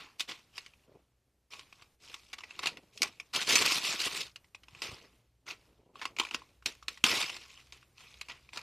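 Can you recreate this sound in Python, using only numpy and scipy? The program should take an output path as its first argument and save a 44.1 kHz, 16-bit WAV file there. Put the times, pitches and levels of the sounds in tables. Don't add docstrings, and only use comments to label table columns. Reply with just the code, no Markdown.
import sys
import numpy as np
from scipy import signal
from scipy.fft import rfft, irfft, next_fast_len
from scipy.io import wavfile
from scipy.ndimage import uniform_filter1d

SR = 44100
rng = np.random.default_rng(int(sys.argv[2]) if len(sys.argv) > 2 else 0)


def to_wav(sig):
    pcm = np.clip(np.atleast_2d(sig), -1, 1) * 32767
    pcm = np.round(pcm).astype(np.int16)
    wavfile.write(sys.argv[1], SR, pcm.T)


def rack_gain(trim_db):
    fader = np.asarray(trim_db, float)
    return 10 ** (fader / 20)


N = 380141
T = np.arange(N) / SR
SLOW = np.arange(0, N, 32) / SR

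# start_s [s], level_db [dB, peak of the bright part before tautness], pitch_hz [Hz]
SNAPS = [(0.196, -24, 4830), (0.205, -18, 3600), (0.579, -26, 4970), (0.662, -38.5, 2280),
         (0.736, -49.5, 2500), (1.535, -31.5, 2700), (1.593, -34, 3000), (1.726, -38.5, 2420),
         (1.821, -43, 4420), (2.142, -29.5, 3600), (2.406, -38.5, 2820), (2.507, -35.5, 2620),
         (2.591, -24.5, 3700), (2.658, -19, 3970), (2.67, -16, 2790), (2.771, -34.5, 2730),
         (2.975, -32.5, 2560), (3.019, -10.5, 4210), (3.03, -14, 4780), (3.199, -29, 2390),
         (3.362, -15.5, 3500), (3.555, -9.5, 4080), (3.590, -21, 2700), (3.720, -17, 2570),
         (4.002, -21, 4050), (4.212, -24.5, 6360), (4.266, -36, 3770), (4.359, -31, 2890),
         (4.444, -50, 2050), (4.547, -33.5, 2500), (4.634, -45.5, 3080), (4.683, -41.5, 2730),
         (4.749, -40, 2460), (4.819, -23.5, 5000), (4.894, -38.5, 2610), (5.956, -38, 1150),
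         (5.994, -40, 2820), (6.041, -40, 2310), (6.054, -20, 2720), (6.165, -32, 2420), (6.186, -21, 2280),
         (6.198, -13, 3100), (6.214, -27, 990), (6.234, -33, 1020), (6.25, -26.5, 2390), (6.269, -36, 1830),
         (6.287, -38, 3000), (6.31, -26, 2900), (6.338, -36, 2330), (6.345, -18.5, 2870),
         (6.419, -42.5, 1070), (6.624, -48, 1500), (6.659, -16, 3840), (6.826, -39, 1270),
         (6.882, -19.5, 3800), (6.974, -36.5, 1930), (7.04, -4, 2700), (7.064, -17, 4500),
         (7.365, -29.5, 4900), (7.504, -43.5, 2580), (7.723, -35, 4940), (7.828, -46.5, 1510),
         (7.98, -41.5, 2600), (8.006, -43, 2450), (8.141, -42.5, 3360), (8.212, -26, 2220),
         (8.285, -33.5, 2350), (8.298, -31.5, 2600), (8.318, -36, 3080), (8.49, -42.5, 2430),
         (8.532, -33.5, 2540), (8.559, -37, 4380), (8.573, -26, 5040), (8.591, -36.5, 2360)]
# start_s [s], level_db [dB], pitch_hz [Hz], length_s [s]
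CRINKLES = [(0.291, -30.5, 2744, 0.044), (2.33, -31.5, 3610, 0.01), (2.383, -37, 3420, 0.008),
            (2.435, -39, 2480, 0.011), (2.629, -28, 3520, 0.011), (3.335, -29, 2960, 0.022),
            (3.405, -22.5, 3004, 0.035), (6.015, -30, 2155, 0.022), (7.294, -28.5, 2316, 0.0085),
            (7.569, -43.5, 2462, 0.052)]


def creases():
    draws = rng.random((len(CRINKLES), 6, 3))
    rows = list(SNAPS)
    for (start_s, level_db, pitch_hz, length_s), crinkle in zip(CRINKLES, draws):
        for k, (late, weak, high) in enumerate(crinkle):
            at_s = start_s + length_s * k * (0.5 + late / 2) / len(crinkle)
            rows.append((at_s, level_db - 6 * weak, pitch_hz * 1.7 ** (high - 0.5)))
    return rows


def ringing(u, pitches_hz, t60_s, phases):
    modes = sum(np.sin(2 * np.pi * (hz * u + phase)) for hz, phase in zip(pitches_hz, phases))
    return modes * rack_gain(-60 * u / t60_s)


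# [dB per Hz, relative]
PAPER = [(90, -48.5), (150, -24), (310, -13), (590, -15.5), (1100, -5), (1700, -11), (2100, -5.5),
         (2550, -1.5), (3200, -6), (4300, -8), (5200, -9.5), (10500, -25), (14200, -29)]


def snaps():
    bright, low = np.zeros(N + SR), np.zeros(N + SR)
    u = np.arange(SR // 10) / SR
    rows = creases()
    chances = rng.random((len(rows), 6))
    fibres = rng.standard_normal((len(rows), len(u) + 1))
    for (start_s, level_db, pitch_hz), chance, noise in zip(rows, chances, fibres):
        at = slice(round(start_s * SR), round(start_s * SR) + len(u))
        force_db = level_db + 18
        crack = pitch_hz / 2200 * np.diff(noise) * rack_gain(0.5 * force_db - 60 * u / 0.0044)
        patch = 0.79 * ringing(u, [pitch_hz], 0.0094, chance)
        body = 700 * chance[2] / pitch_hz * ringing(u, [900 * 1.3 ** chance[3]], 0.016, chance[1:])
        summed = noise[:0:-1] + noise[-2::-1]
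        shiver = pitch_hz / 6000 * summed * rack_gain(0.11 * force_db - 60 * u / 0.034)
        onset = 1 - np.exp(-u / 0.00055)
        snap = coloured((crack + patch + body + shiver) * onset, PAPER)
        bright[at] += rack_gain(level_db) * snap / abs(snap).max()
        puff = ringing(u, 190 * 2.4 ** chance[3:], 0.023, np.zeros(3)) * np.minimum(u / 0.0078, 1)
        low[at] += rack_gain(level_db - 22 + 0.98 * force_db) * puff
    return bright[:N] + low[:N]


def rustle(level):
    mean_per_s = np.clip(level * 130000, 600, 3500)
    clumps = wander(55)
    per_s = mean_per_s * rack_gain(7 * clumps)
    force = rack_gain(2.9 * np.minimum(rng.exponential(1, N), 4))
    ticks = force * (rng.random(N) < per_s / SR) / np.sqrt(mean_per_s)
    patch = rng.integers(0, 32, N)
    u, grains = np.arange(800) / SR, np.zeros(N)
    for k, hz in enumerate(np.geomspace(300, 14000, 32)):
        shape = np.sin(2 * np.pi * hz * u) * rack_gain(-60 * u * hz / 22)
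        shape *= np.sqrt(hz) / np.linalg.norm(shape)
        grains += signal.oaconvolve(ticks * (patch == k), shape)[:N]
    breaking = (mean_per_s / 3500) ** 0.25
    rub = evened(rng.standard_normal(N) * rack_gain(1.1 * clumps))
    return evened(coloured(breaking * evened(grains) + 0.97 * rub, PAPER)) * level


def swell(peak_s, rise_s, level_db, fade_db_per_s):
    since = SLOW - peak_s
    fade = rack_gain(level_db - fade_db_per_s * np.maximum(since, 0))
    return fade * np.clip(1 + since / max(rise_s, 0.002), 0, 1)


# [dB/octave, tautness]
MOVES = [(0.001, 0.011, -46, 185.5, -2.5), (0.218, 0.036, -46, 392, 4), (0.295, 0.02, -40.5, 219, -0.5),
         (0.584, 0.061, -52, 168, 1.5), (0.95, 0.31, -74, 106, -3), (1.524, 0.021, -48, 126, 0.9),
         (1.83, 0.18, -62.5, 399, 0.2), (2.04, 0.043, -57.5, 37, 4.5), (2.145, 0.16, -54, 201, 1),
         (2.576, 0.35, -56.5, 102.5, -0.5), (2.688, 0.11, -43.5, 294, 0), (3.013, 0.1, -55, 105, 5),
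         (3.045, 0.0097, -36.5, 404, 0), (3.345, 0.016, -33, 99, 2), (4.8, 0.14, -57, 90, 0),
         (4.832, 0.009, -38.5, 122.5, 0.4), (5.505, 0.048, -41, 402, -1), (6.063, 0.13, -52, 360, -0.5),
         (6.203, 0.026, -42, 185, 0), (6.341, 0.05, -51.5, 144, 0), (6.672, 0.018, -40, 302, 2),
         (6.894, 0.0076, -49.5, 163, 2.5), (7.737, 0.021, -56.5, 155, 2), (8.017, 0.071, -56, 36, 1.5),
         (8.296, 0.0042, -45, 259.5, -2), (8.56, 0.043, -47, 93, 0)]
# [dB, crackle]
TEARS = [
    [(3.468, -42.5), (3.503, -26), (3.552, -26.5), (3.578, -29.5), (3.625, -26.5), (3.64, -34),
     (3.65, -29.5), (3.716, -29.5), (3.80, -35), (3.82, -44), (3.838, -34.5), (3.918, -33.5), (3.98, -43.5),
     (4.02, -35.5), (4.076, -33), (4.094, -43.5), (4.176, -38), (4.216, -39.5), (4.328, -71.5)],
    [(7.039, -56.5), (7.058, -30), (7.235, -34.5), (7.27, -41.5), (7.399, -54.5), (7.606, -62),
     (7.714, -70)],
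]
TEAR_TILT = [2.6, 1.8]


def motion():
    settle_db, settle_db_per_s = -25.5, 49
    total, tilted = np.full(len(SLOW), 1e-11), 0
    for peak_s, rise_s, level_db, fade_db_per_s, tilt in MOVES:
        move = swell(peak_s, rise_s, level_db, fade_db_per_s)
        settling = swell(peak_s, rise_s, level_db + settle_db, settle_db_per_s)
        power = move ** 2 + settling ** 2
        total, tilted = total + power, tilted + tilt * power
    for pull, tilt in zip(TEARS, TEAR_TILT):
        time_s, level_db = np.transpose(pull)
        line_db = np.interp(SLOW, time_s, level_db, -200, -200)
        straight = np.interp(SLOW, time_s, rack_gain(level_db), 0, 0)
        power = np.where(np.gradient(line_db) > 0, straight, rack_gain(line_db)) ** 2
        total, tilted = total + power, tilted + tilt * power
    return np.interp(T, SLOW, np.sqrt(total)), tilted / total


def tautness(x, tilt):
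    hz, t, z = signal.stft(x, SR, nperseg=256, noverlap=192)
    octaves = np.log2(np.clip(hz, 800, 9000) / 2800)
    gain = rack_gain(octaves[:, None] * np.interp(t, SLOW, tilt))
    patches = uniform_filter1d(rng.standard_normal(z.shape[::-1]), size=30, axis=0)
    patches = uniform_filter1d(patches, size=4, axis=1)
    gain *= rack_gain(2 * evened(patches.T))
    share = rack_gain(read(PAPER, hz))[:, None] ** 2
    gain /= np.sqrt((share * gain ** 2).sum(0) / share.sum())
    return signal.istft(z * gain, SR, nperseg=256, noverlap=192)[1][:N]


# [dB per Hz, relative]
CARPET = [(35, -20), (110, -6), (430, -0.5), (1000, -14), (2500, -51.5)]
# peak_s [s], rise_s [s], level_db [dB], fade_db_per_s [dB/s]
SHIFTS = [(0.952, 0.11, -58.5, 196.5), (2.65, 0.085, -52.5, 79), (3.038, 0.11, -55, 192.5),
          (4.85, 0.065, -51, 88), (6.22, 0.87, -66, 36.5)]


def shuffle(level):
    drag_db, still_db = -16, -86.5
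    lumps = coloured(rng.standard_normal(N), CARPET) * rack_gain(8.6 * np.tanh(wander(26)))
    shifting = np.interp(T, SLOW, sum(swell(*row) ** 2 for row in SHIFTS))
    power = shifting + (rack_gain(drag_db) * level) ** 2 + rack_gain(still_db) ** 2
    return evened(lumps) * np.sqrt(power)


# [dB, height of the envelope]
THUMPS = [(4.728, -51.5), (4.764, -54), (4.89, -45), (4.926, -43.5)]


def thumps():
    out = np.zeros(N)
    for start_s, level_db in THUMPS:
        u = T - start_s
        out += rack_gain(level_db) * np.sin(2 * np.pi * 110 * u) * np.exp(-(u / 0.0053 - 1) ** 2)
    return out


# [dB, lower partial before wavering]
HUM = [(0, 61.94, -82.5), (6.299, 57.83, -72.5), (8.62, 64.5, -68)]


def hum():
    time_s, pitch_hz, level_db = np.transpose(HUM)
    hz = np.interp(T, time_s, pitch_hz) * (1 + 0.0048 * wander(11))
    phase = 2 * np.pi * np.cumsum(hz) / SR
    lower = np.sin(phase) * rack_gain(8.9 * np.tanh(wander(5.5)))
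    upper = 0.49 * np.sin(2 * phase) * rack_gain(4.8 * wander(4.8))
    return rack_gain(np.interp(T, time_s, level_db)) * (lower + upper)


# frequency_hz [Hz], t60_s [s]
ROOM = [(250, 0.22), (14000, 0.024)]


def room(x):
    taps = np.zeros(SR // 2)
    at = np.arange(120, len(taps) - 20, 20)
    taps[at + rng.integers(0, 20, len(at))] = rng.choice([-1., 1.], len(at))
    hz, t, z = signal.stft(taps, SR, nperseg=128)
    decay = rack_gain(-60 * t / read(ROOM, hz)[:, None])
    tail = signal.istft(z * decay, SR, nperseg=128)[1]
    return signal.oaconvolve(x, tail / np.linalg.norm(tail))[:N]


# [dB per Hz, relative]
AIR = [(30, -22), (101, -13.5), (134, -19.5), (999, -32.5), (14200, -39.5)]


def air(paper):
    open_db = -70.5
    recent = uniform_filter1d(paper ** 2, SR // 8, origin=SR // 17)
    busy_db = 10 * np.log10(abs(recent) + 1e-12)
    gate_db = np.clip(busy_db - open_db, -9, 0)
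    return rack_gain(open_db + gate_db) * evened(coloured(rng.standard_normal(N), AIR))


def evened(x):
    return x / np.sqrt(np.mean(abs(x) ** 2) + 1e-20)


def read(points, hz):
    f, value = np.transpose(points)
    return np.interp(np.log(hz + 1), np.log(f + 1), value)


def coloured(x, points):
    level_db = np.maximum(read(points, abs(np.fft.fftfreq(4096, 1 / SR))), -100)
    log_gain = np.log(rack_gain(level_db))
    taps = np.fft.ifft(np.exp(np.conj(signal.hilbert(log_gain)))).real[:2048]
    return signal.oaconvolve(x, taps / np.linalg.norm(taps))[:len(x)]


def wander(hz):
    z = rfft(rng.standard_normal(next_fast_len(N)))
    f = np.arange(len(z)) * SR / N
    return evened(irfft(z / (1 + (f / 2 / hz) ** 2))[:N])


def scene():
    level, tilt = motion()
    paper = tautness(snaps() + rustle(level), tilt)
    reflected = rack_gain(-16.5) * room(paper)
    mix = paper + reflected + shuffle(level) + thumps() + hum() + air(paper)
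    return np.tile(mix, (2, 1))


def roll_off(x):
    return signal.sosfilt(signal.butter(12, 15600, fs=SR, output="sos"), x)


# frequency_hz [Hz], share [0 to 1]
APART = [(4600, 0.0032), (8000, .4), (15000, 0.85)]


def record(dry):
    edge = signal.firwin(255, 14350, window=("kaiser", 5), fs=SR)
    limited = signal.oaconvolve(dry, edge[None], "same")
    hz, t, z = signal.stft(limited, SR, nperseg=512, noverlap=384)
    cells = rng.random((len(hz) // 14 + 1, len(t) // 10 + 1))
    cells = cells.repeat(14, 0).repeat(10, 1)[:len(hz), :len(t)]
    high = hz > 4000
    treble = (abs(z[0, high]) ** 2).sum(0) + 1e-14
    steady = np.roll(treble, -2) < 8 * np.roll(treble, 2)
    apart = (cells < read(APART, hz)[:, None]) & steady & high[:, None]
    power = uniform_filter1d(uniform_filter1d(abs(z) ** 2, 7, axis=1), 3, axis=2)
    hiss = signal.stft(rng.standard_normal(dry.shape), SR, nperseg=512, noverlap=384)[2]
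    z = np.where(apart, np.sqrt(abs(power)) * evened(hiss), z)
    mix = signal.istft(z, SR, nperseg=512, noverlap=384)[1][:, :N]
    return roll_off(mix)


dry = scene()
out = record(dry)
to_wav(out)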